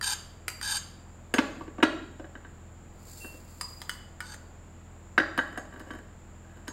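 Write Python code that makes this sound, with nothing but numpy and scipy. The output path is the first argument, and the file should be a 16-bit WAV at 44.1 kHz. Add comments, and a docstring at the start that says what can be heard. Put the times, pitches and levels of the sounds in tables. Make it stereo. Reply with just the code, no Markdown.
"""A slow motor hums under everything, with room air and a thin band of hiss: summed partials and shaped noise.
First a steel spoon taps and scrapes a ceramic plate clean: ringing modes, and slip grains through resonances.
The plate is set down on a wooden table, knocking, dragging and nudged into place: board, plate and glaze modes.
Seeds are tipped from a second plate as filtered grains; its rim squeaks on the spoon, which taps and scrapes again.
That plate is set down, rocks and is nudged into place; a small hard room answers all the contacts."""
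import sys
import numpy as np
from scipy import signal
from scipy.fft import rfft, irfft
from scipy.io import wavfile
from scipy.ndimage import uniform_filter1d

SR = 44100
rng = np.random.default_rng(int(sys.argv[2]) if len(sys.argv) > 2 else 0)


def generate_wav(sig):
    """Save sig (samples, or channels by samples) to the path in sys.argv[1] as 16-bit PCM at SR."""
    pcm = np.round(np.clip(np.atleast_2d(sig).T, -1, 1) * 32767).astype(np.int16)
    wavfile.write(sys.argv[1], SR, pcm)


N = 296352
T = np.arange(N) / SR
RING_T = np.arange(SR // 2) / SR

# modes of the wooden table: (f/Hz, level/dB, t60/s)
BOARD = [(201, -2.5, 0.031), (262.3, -2, 0.057), (315, -2, 0.067), (423, 1.5, 0.024), (500, -8.5, 0.056),
         (573, 1, 0.032), (720, 6, 0.01), (853, -0.5, 0.028), (1012, 3, 0.011), (1147, -6.5, 0.071),
         (1410, -19, 0.011)]
# modes of a plate damped by the hand: (f/Hz, level/dB, t60/s)
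HELD_PLATE = [(840, -6.5, 0.022), (1376, 1, 0.014), (1544, 6.5, 0.023), (1618, 10, 0.016),
              (1868, 4.5, 0.019), (1942, 0, 0.025), (3020, -11, 0.019), (3785, -14.5, 0.0255)]
# modes of a plate tapped or rubbed by the spoon: (f/Hz, level/dB, t60/s)
PLATE = [(1518, -3, .12), (3050, -3, .13), (4690, -13, .12), (6525, -3, .15), (7251, -5, .16),
         (8600, -6, .06), (11000, -15, .06), (12130, -9, .05), (14600, -22, .06)]
# modes of the steel spoon: (f/Hz, level/dB, t60/s)
SPOON = [(4756, 0, .07), (4738, -13.5, .5), (7220, -15, .07), (8350, -20, .03), (9480, -17, .07),
         (11720, -15, .035)]
# colour of a click on the glaze: (f/Hz, density/dB per Hz)
CLICK = [(300, -4.5), (800, -6), (1300, 10), (2200, 3.5), (3200, 0), (3800, -1), (4500, -6), (6000, -11.5),
         (8500, -18), (10500, -28), (15500, -36.5)]
# colour of a small tick, from spoon or grit: (f/Hz, density/dB per Hz)
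TICK = [(300, -24), (650, -10), (1000, 1.5), (1400, 2), (1900, 1.5), (2500, -8.5), (3800, -7.5),
        (5000, -5.5), (6000, -17), (7500, -6.5), (10800, -18), (12100, -13.5), (13200, -20), (15500, -22)]


def amp(db):
    """Decibels to linear gain."""
    return 10 ** (np.asarray(db) / 20)


def evened(x):
    """Scales a sound to rms 1."""
    return x / np.sqrt(np.mean(x ** 2) + 1e-20)


def struck(x, size=441):
    """Scales a blow to rms 1 over its first hundredth of a second."""
    return x / np.sqrt(np.mean(x[:size] ** 2))


def read(points, hz):
    """Reads a curve at given frequencies, straight between points on a log-frequency axis."""
    f, value = np.transpose(points)
    return np.interp(np.log(hz + 1), np.log(f + 1), value)


def add(mix, s, sound):
    """Lays a sound into the mix from the given second."""
    part = mix[max(round(s * SR), 0):][:len(sound)]
    part += sound[:len(part)]


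def above(x, hz):
    """Fourth-order high-pass."""
    return signal.sosfilt(signal.butter(4, hz, "high", fs=SR, output="sos"), x)


def through(x, response):
    """Sends a sound through a resonating body and scales the result to rms 1."""
    return evened(signal.oaconvolve(x, response)[:N])


def causal(colour, size=2048):
    """Impulse response of a colour, with all its energy as early as possible."""
    hz = abs(np.fft.fftfreq(size, 1 / SR))
    log_gain = np.log(amp(read(colour, hz)))
    minimum_phase = np.exp(np.conj(signal.hilbert(log_gain)))
    return np.fft.ifft(minimum_phase).real


def swell(crest_s, db, rise_s, fall_s):
    """Gain of a movement that gathers to a crest and dies away."""
    width_s = np.where(T < crest_s, rise_s, fall_s)
    return amp(db) * np.exp(-np.minimum(((T - crest_s) / width_s) ** 2, 20))


def diffuse(colour):
    """Noise from all sides: most alike in both channels in the bass, hardly at all in the treble."""
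    # left-right likeness of diffuse sound: (f/Hz, likeness 0..1)
    alike = [(100, 0.92), (300, 0.68), (600, 0.61), (1200, 0), (2500, 0.032), (15000, 0.023)]
    hz = np.fft.rfftfreq(N, 1 / SR)
    a, b = rfft(rng.standard_normal((2, N)))
    same = np.clip(read(alike, hz), -1, 1)
    pair = np.array([a, same * a + np.sqrt(1 - same ** 2) * b])
    return evened(irfft(pair * amp(read(colour, hz)), N))


def ring(modes, tuning=1, spread_db=0, favoured_hz=1000, falloff_db=0):
    """Dying sines, neighbours opposed in sign; the spot that is hit favours some modes over others."""
    hz, db, t60 = np.transpose(modes)[:, :, None]
    db = db + spread_db * rng.standard_normal(db.shape)
    db = db - falloff_db * abs(np.log2(hz / favoured_hz))  # dB lost per octave away
    sign = (-1) ** np.arange(len(modes))[:, None]
    decay = np.exp(-np.log(1000) * RING_T / t60)
    sines = np.sin(2 * np.pi * hz * tuning * RING_T)
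    return struck((sign * amp(db) * decay * sines).sum(0))


def crack(colour, chatter, decay_s):
    """A sharp contact followed by a brief chatter of the two surfaces."""
    push = chatter * rng.standard_normal(len(RING_T)) * np.exp(-RING_T / decay_s)
    push[0] += 1
    return struck(signal.fftconvolve(push, causal(colour))[:len(push)])


def grains(per_s, spread_db):
    """Tiny contacts at random moments, a few much larger than the rest."""
    size = amp(spread_db * np.minimum(rng.exponential(1, N), 4))
    happens = rng.random(N) < per_s / SR
    return evened(size * rng.choice([-1, 1], N) * happens)


def grip(s):
    """The grip detunes spoon and plate: first plate in hand, second in hand, second on the table."""
    # how they are held: (from t/s, spoon tuning/ratio, plate tuning/ratio)
    grips = [(0, 1, 1), (2.6, 1.029, .975), (4.7, 1.008, 1.015)]
    return [row[1:] for row in grips if row[0] <= s][-1]


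def background(motor_db=-54.5, air_db=-53, hiss_db=-62.5):
    """Motor hum on the multiples of its slightly wandering shaft speed, room air and a narrow hiss."""
    # motor partials: (multiple of shaft speed, level/dB)
    partials = [(2, -1), (3, -41), (4, 2), (5, -7), (6, -9.5), (7, -11.5), (8, -16), (9, -10), (10, -15),
                (11, -12), (12, -28), (13, -18.5), (16, -12.5)]
    # colour of the room air: (f/Hz, density/dB per Hz)
    air_colour = [(50, -4), (120, -8), (200, -6.5), (340, -11.5), (650, -12), (1300, -15), (2500, -23),
                  (4500, -32), (6200, -36), (8200, -34), (10000, -41.5), (15800, -41.5)]
    shaft_hz, hiss_hz, hiss_width_hz = 20.88, 7230, 380
    wander = uniform_filter1d(uniform_filter1d(rng.standard_normal(N), SR // 2), SR // 2)
    turns = shaft_hz * T + 0.01 * evened(wander)
    hum = sum(amp(db) * np.sqrt(2) * np.cos(2 * np.pi * (k * turns + rng.random())) for k, db in partials)
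    hum = hum * amp([[-1.2], [1.2]])  # leans to the right
    band = np.exp(-.5 * ((np.fft.rfftfreq(N, 1 / SR) - hiss_hz) / hiss_width_hz) ** 2)
    hiss = evened(irfft(rfft(rng.standard_normal((2, N))) * band, N))
    return amp(motor_db) * hum + amp(air_db) * diffuse(air_colour) + amp(hiss_db) * hiss


def clinks(spoon_db=-12, plate_db=-12):
    """Each touch of steel on ceramic ticks and sets both ringing, the one at the expense of the other."""
    # touches: (t/s, strength/dB, lean/dB: spoon rings more and plate less, f/Hz the struck spot favours)
    touches = [(.012, -33.5, 9.5, 6230), (0.481, -27.5, 2.5, 12000), (.613, -37, 9, 1500),
               (1.3399, -27, -7.5, 6150), (3.6112, -32, 15.5, 6900), (3.817, -38.5, 4, 7360),
               (3.8943, -30, -5, 3000), (4.205, -34.5, -5.5, 1500), (4.343, -45, -4, 8600),
               (5.179, -42.5, 15, 3000), (5.377, -38.5, -1, 8700), (5.576, -42, -4.5, 8900),
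               (5.796, -52, 0, 7570), (5.91, -55.5, -16, 3000), (6.680, -36.5, -6, 7000)]
    out = np.zeros(N)
    for s, strength, lean, favoured_hz in touches:
        spoon_tuning, plate_tuning = grip(s)
        spoon = ring(SPOON, spoon_tuning, favoured_hz=favoured_hz, falloff_db=5)
        plate = ring(PLATE, plate_tuning, favoured_hz=favoured_hz, falloff_db=10.0)
        add(out, s, amp(strength) * crack(TICK, chatter=1.0, decay_s=0.0018))
        add(out, s, amp(strength + spoon_db + lean) * spoon)
        add(out, s, amp(strength + plate_db - lean) * plate)
    return out


def scrapes(singing_db=-13, judder_db=2.0, grit_db=-6.5, ease_db=2.5):
    """An edge sticks and slips over the glaze, shaking spoon and plate."""
    # spoon strokes: (start t/s, end t/s, level/dB, growth of pressure along the stroke/dB, rim tone level/dB)
    strokes = [(0.02, .144, -29.5, 2, -75), (0.618, 0.784, -31.5, 3.5, -58), (4.201, 4.352, -51.5, 18, -47)]
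    # resonances of spoon and plate pressed together: (f/Hz, width/Hz, level/dB)
    rubbed = [(1150, 590, 3), (1676, 206, 14), (3120, 610, 10), (3660, 630, 9), (4753, 316, 17),
              (5040, 880, 6), (6550, 690, 13), (7630, 43, 13), (8610, 370, 12), (9100, 330, -15),
              (10930, 2500, -0.5), (12500, 350, -6), (13540, 400, -1.5), (14500, 300, -10)]
    out = np.zeros(N)
    slips = above(grains(per_s=3600, spread_db=4.5), hz=830)
    judder = judder_db * evened(uniform_filter1d(rng.standard_normal(N), size=260))
    slips = slips * amp(judder)  # the grip catches and lets go
    hz, width, db = np.transpose(rubbed)[:, :, None]
    age = np.pi * width * RING_T
    swelling = amp(db) * width * age * np.exp(-age)  # each resonance swells and dies, with steep skirts
    for start, end, stroke_db, growth_db, tone_db in strokes:
        tuning = grip(start)[1]
        drive = slips[round(start * SR):round(end * SR)]
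        drive = evened(drive) * signal.windows.tukey(len(drive), .12)
        along = np.linspace(-1, 1, len(drive))
        # the hand presses less at both ends of a stroke
        pressure = amp(stroke_db + growth_db * along / 2 - ease_db * along ** 2)
        body = (swelling * np.sin(2 * np.pi * hz * tuning * RING_T)).sum(0)
        tone = ring(PLATE[:1], tuning)  # near the rim the lowest plate mode speaks
        # middle plate modes and the spoon sing all along
        singing = ring(PLATE[2:5], tuning) + 0.11 * ring(SPOON[1:2])
        rasp = causal(CLICK, size=len(RING_T))  # the bare contact
        parts = [(0, body), (singing_db, singing), (grit_db, rasp)]
        response = sum(amp(part_db) * x / np.linalg.norm(x) for part_db, x in parts)
        add(out, start, signal.fftconvolve(drive * pressure, response))
        add(out, start, amp(tone_db) * signal.fftconvolve(drive, tone / np.linalg.norm(tone)))
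    return out


def knocks(thud_db=-8, clack_db=-1, click_db=1.5, rise_s=0.00041, softening=.3, sing_db=-28):
    """The board thuds, the hand-damped plate clacks, the glaze clicks; strong, hard blows are the brightest."""
    # plate meets table: (t/s, strength/dB, hardness/dB: low flat on its foot, high on edge)
    blows = [(1.3395, -15.5, -8.5), (1.3835, -11, -15), (1.609, -28, -23), (1.678, -32, -20),
             (1.783, -26.5, -24), (1.802, -31, -10), (1.827, -12, -10.5), (1.830, -10.5, -14),
             (2.196, -29.5, -19.5), (2.243, -36, -11), (2.353, -37, -4.5), (2.448, -40, -4.5),
             (3.245, -33.5, -12), (3.339, -40, -23), (5.1784, -15.5, 3), (5.200, -22, -1.5),
             (5.3775, -21, -6), (5.389, -28, 9.5), (5.558, -51, 9), (5.575, -24.5, -8), (5.725, -42, -5.5),
             (5.76, -42.5, -3), (5.867, -37.5, -17.5), (5.9053, -31.5, -6), (6.68, -31, -8.5)]
    # the mode that sings on when the plate stands on its edge: (f/Hz, level/dB, t60/s)
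    freed_plate = [(1668, 0, 0.24)]
    click_per_strength, click_per_hardness = 1.693, 0.26  # dB per dB
    out = np.zeros(N)
    for s, strength, hardness in blows:
        click = click_per_strength * strength + click_per_hardness * hardness
        blow_rise_s = rise_s * amp(-softening * (click + 45.0))  # gentle landings push more slowly
        landing = 1 - np.exp(-RING_T / blow_rise_s)
        add(out, s, amp(strength + thud_db) * ring(BOARD, spread_db=4.5) * landing)
        add(out, s, amp(strength + hardness + clack_db) * ring(HELD_PLATE))
        # weighted so that it comes out with edge blows, which leave the plate free
        add(out, s, amp(strength + 2 * hardness + sing_db) * ring(freed_plate))
        add(out, s, amp(click + click_db) * crack(CLICK, chatter=0.24, decay_s=0.006))
    return above(out, hz=132)  # the board is too small to radiate deep bass


def slides(slide_db=-10, grit_db=-14):
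    """The plate's foot ring judders over the board, crunching stray grit."""
    # drags: (crest t/s, level/dB, rise/s, fall/s, hardness/dB: plate ring relative to board)
    drags = [(1.58, -35, 0.16, 0.061, -12), (5.419, -40, 0.0094, 0.18, -1), (5.76, -40.5, 0.072, 0.072, -3),
             (5.931, -34.5, 0.091, 0.057, -1.5), (6.611, -42.5, 0.16, .11, 3.5)]
    out = np.zeros(N)
    judder = grains(per_s=240, spread_db=6.5)
    grit = amp(grit_db) * through(judder, causal(TICK))
    for *movement, hardness in drags:
        bodies = ring(BOARD) + amp(hardness) * ring(HELD_PLATE)
        out += swell(*movement) * (through(judder, bodies) + grit)
    return amp(slide_db) * above(out, hz=170)


def seeds(pour_db=-2):
    """A dense patter of light seeds skids down the tilted plate in rushes."""
    # rushes of seeds: (crest t/s, level/dB, rise/s, fall/s)
    rushes = [(3.18, -42, 0.14, 0.14), (3.72, -49.5, 0.39, 0.19), (3.93, -55, 0.047, 0.047)]
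    # colour of seeds on the plate: (f/Hz, density/dB per Hz)
    seed_colour = [(2000, -13), (4000, -11.5), (4900, 1.5), (5700, -15.5), (7300, 2), (8400, -11),
                   (9400, -15), (10300, -12), (10900, -2), (11450, -13), (12000, -2), (12600, -12),
                   (14700, -11), (15800, 2)]
    flow = sum(swell(*rush) for rush in rushes)
    patter = above(grains(per_s=2000, spread_db=4.5), hz=1470)
    return amp(pour_db) * flow * through(patter, causal(seed_colour))


def squeak(waver_hz=14):
    """The tilted plate's rim grazes the spoon once, and the rubbing keeps a few thin tones alive."""
    # modes of the rim: (f/Hz, level/dB, t60/s)
    rim = [(2717, 0, .25), (4497, -4, .15), (9158, -3, .25), (11780, -11, .1), (13900, -10, .04),
           (14836, -6, .08), (15600, -9, .1)]
    start_s, attack_s, hold_s = 3.205, .004, .065  # hold counts from the start
    level_db, fade_db_per_s = -48.5, 160
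    age = T - start_s
    fade_db = fade_db_per_s * np.maximum(age - hold_s, 0)
    contact = np.clip(age / attack_s, 0, 1) * amp(level_db - fade_db)
    wavers = uniform_filter1d(rng.standard_normal((len(rim), N)), size=200, axis=1)
    tones = np.zeros(N)
    for (hz, db, t60), waver in zip(rim, wavers):
        turns = np.cumsum(hz + waver_hz * evened(waver)) / SR
        # the longest-ringing modes build up most
        tones += amp(db) * np.sqrt(t60) * np.sin(2 * np.pi * turns)
    return contact * evened(tones)


def room(x, lag_s, near_db, near_s, tail_db, build_s):
    """Direct sound, echoes from near surfaces, scatter from the dishes and the room's tail."""
    # near surfaces: (delay/ms, gain left, gain right)
    echoes = [(1.396, -0.047, -0.23), (4.06, 0.18, 0.069), (8.46, 0.11, 0.22), (18.26, -0.064, 0.12),
              (20.55, 0.14, 0.16)]
    # decay of the tail: (f/Hz, t60/s)
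    tail_t60 = [(200, 1), (600, 0.47), (1600, 0.66), (4500, 0.62), (8000, 0.43), (15000, 0.57)]
    # colour of scatter and tail: (f/Hz, level/dB)
    colour = [(200, -2), (600, 6), (1600, 0.5), (4500, 1), (8000, 3), (15000, -3)]
    hz, t, z = signal.stft(diffuse(colour)[:, :SR], SR, nperseg=256)
    decay = np.exp(-np.log(1000) * t / read(tail_t60, hz)[:, None])
    tail = signal.istft(z * decay, SR, nperseg=256)[1][:, :SR]
    tail *= 1 - np.exp(-T[:SR] / build_s)
    near = diffuse(colour)[:, :SR] * np.exp(-T[:SR] / near_s)
    response = amp(tail_db) * tail / np.linalg.norm(tail[0])
    response = response + amp(near_db) * near / np.linalg.norm(near[0])
    response[[0, 1], [0, round(lag_s * SR)]] += 1  # direct sound: the left microphone is nearer
    for ms, left, right in echoes:
        response[:, round(ms * SR / 1000)] += left, right
    return signal.fftconvolve(x[None], response, axes=1)[:, :N]


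def scene():
    """Table near and almost ahead, spoon to the side; scrapes and seeds take a more scattered path than taps."""
    taps = room(clinks(), lag_s=.000215, near_db=-4, near_s=0.0032, tail_db=-7, build_s=0.0024)
    rubbing = room(scrapes() + seeds(), lag_s=.000227, near_db=0, near_s=0.0046, tail_db=-9.0, build_s=0.0099)
    table = room(knocks() + slides() + squeak(),
                 lag_s=0.000096, near_db=-2.5, near_s=0.0046, tail_db=-8, build_s=0.0038)
    # left and right trims in dB
    contacts = table * amp([[-1], [0]]) + taps * amp([[-1], [0]]) + rubbing * amp([[-2], [-2.5]])
    return contacts + background()


def record(dry):
    """A steep linear-phase low-pass sets the upper band limit."""
    edge_hz = 15900
    low_pass = signal.firwin(401, edge_hz, window=("kaiser", 9), fs=SR)
    return signal.oaconvolve(dry, low_pass[None], "same")


dry = scene()
out = record(dry)
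generate_wav(out)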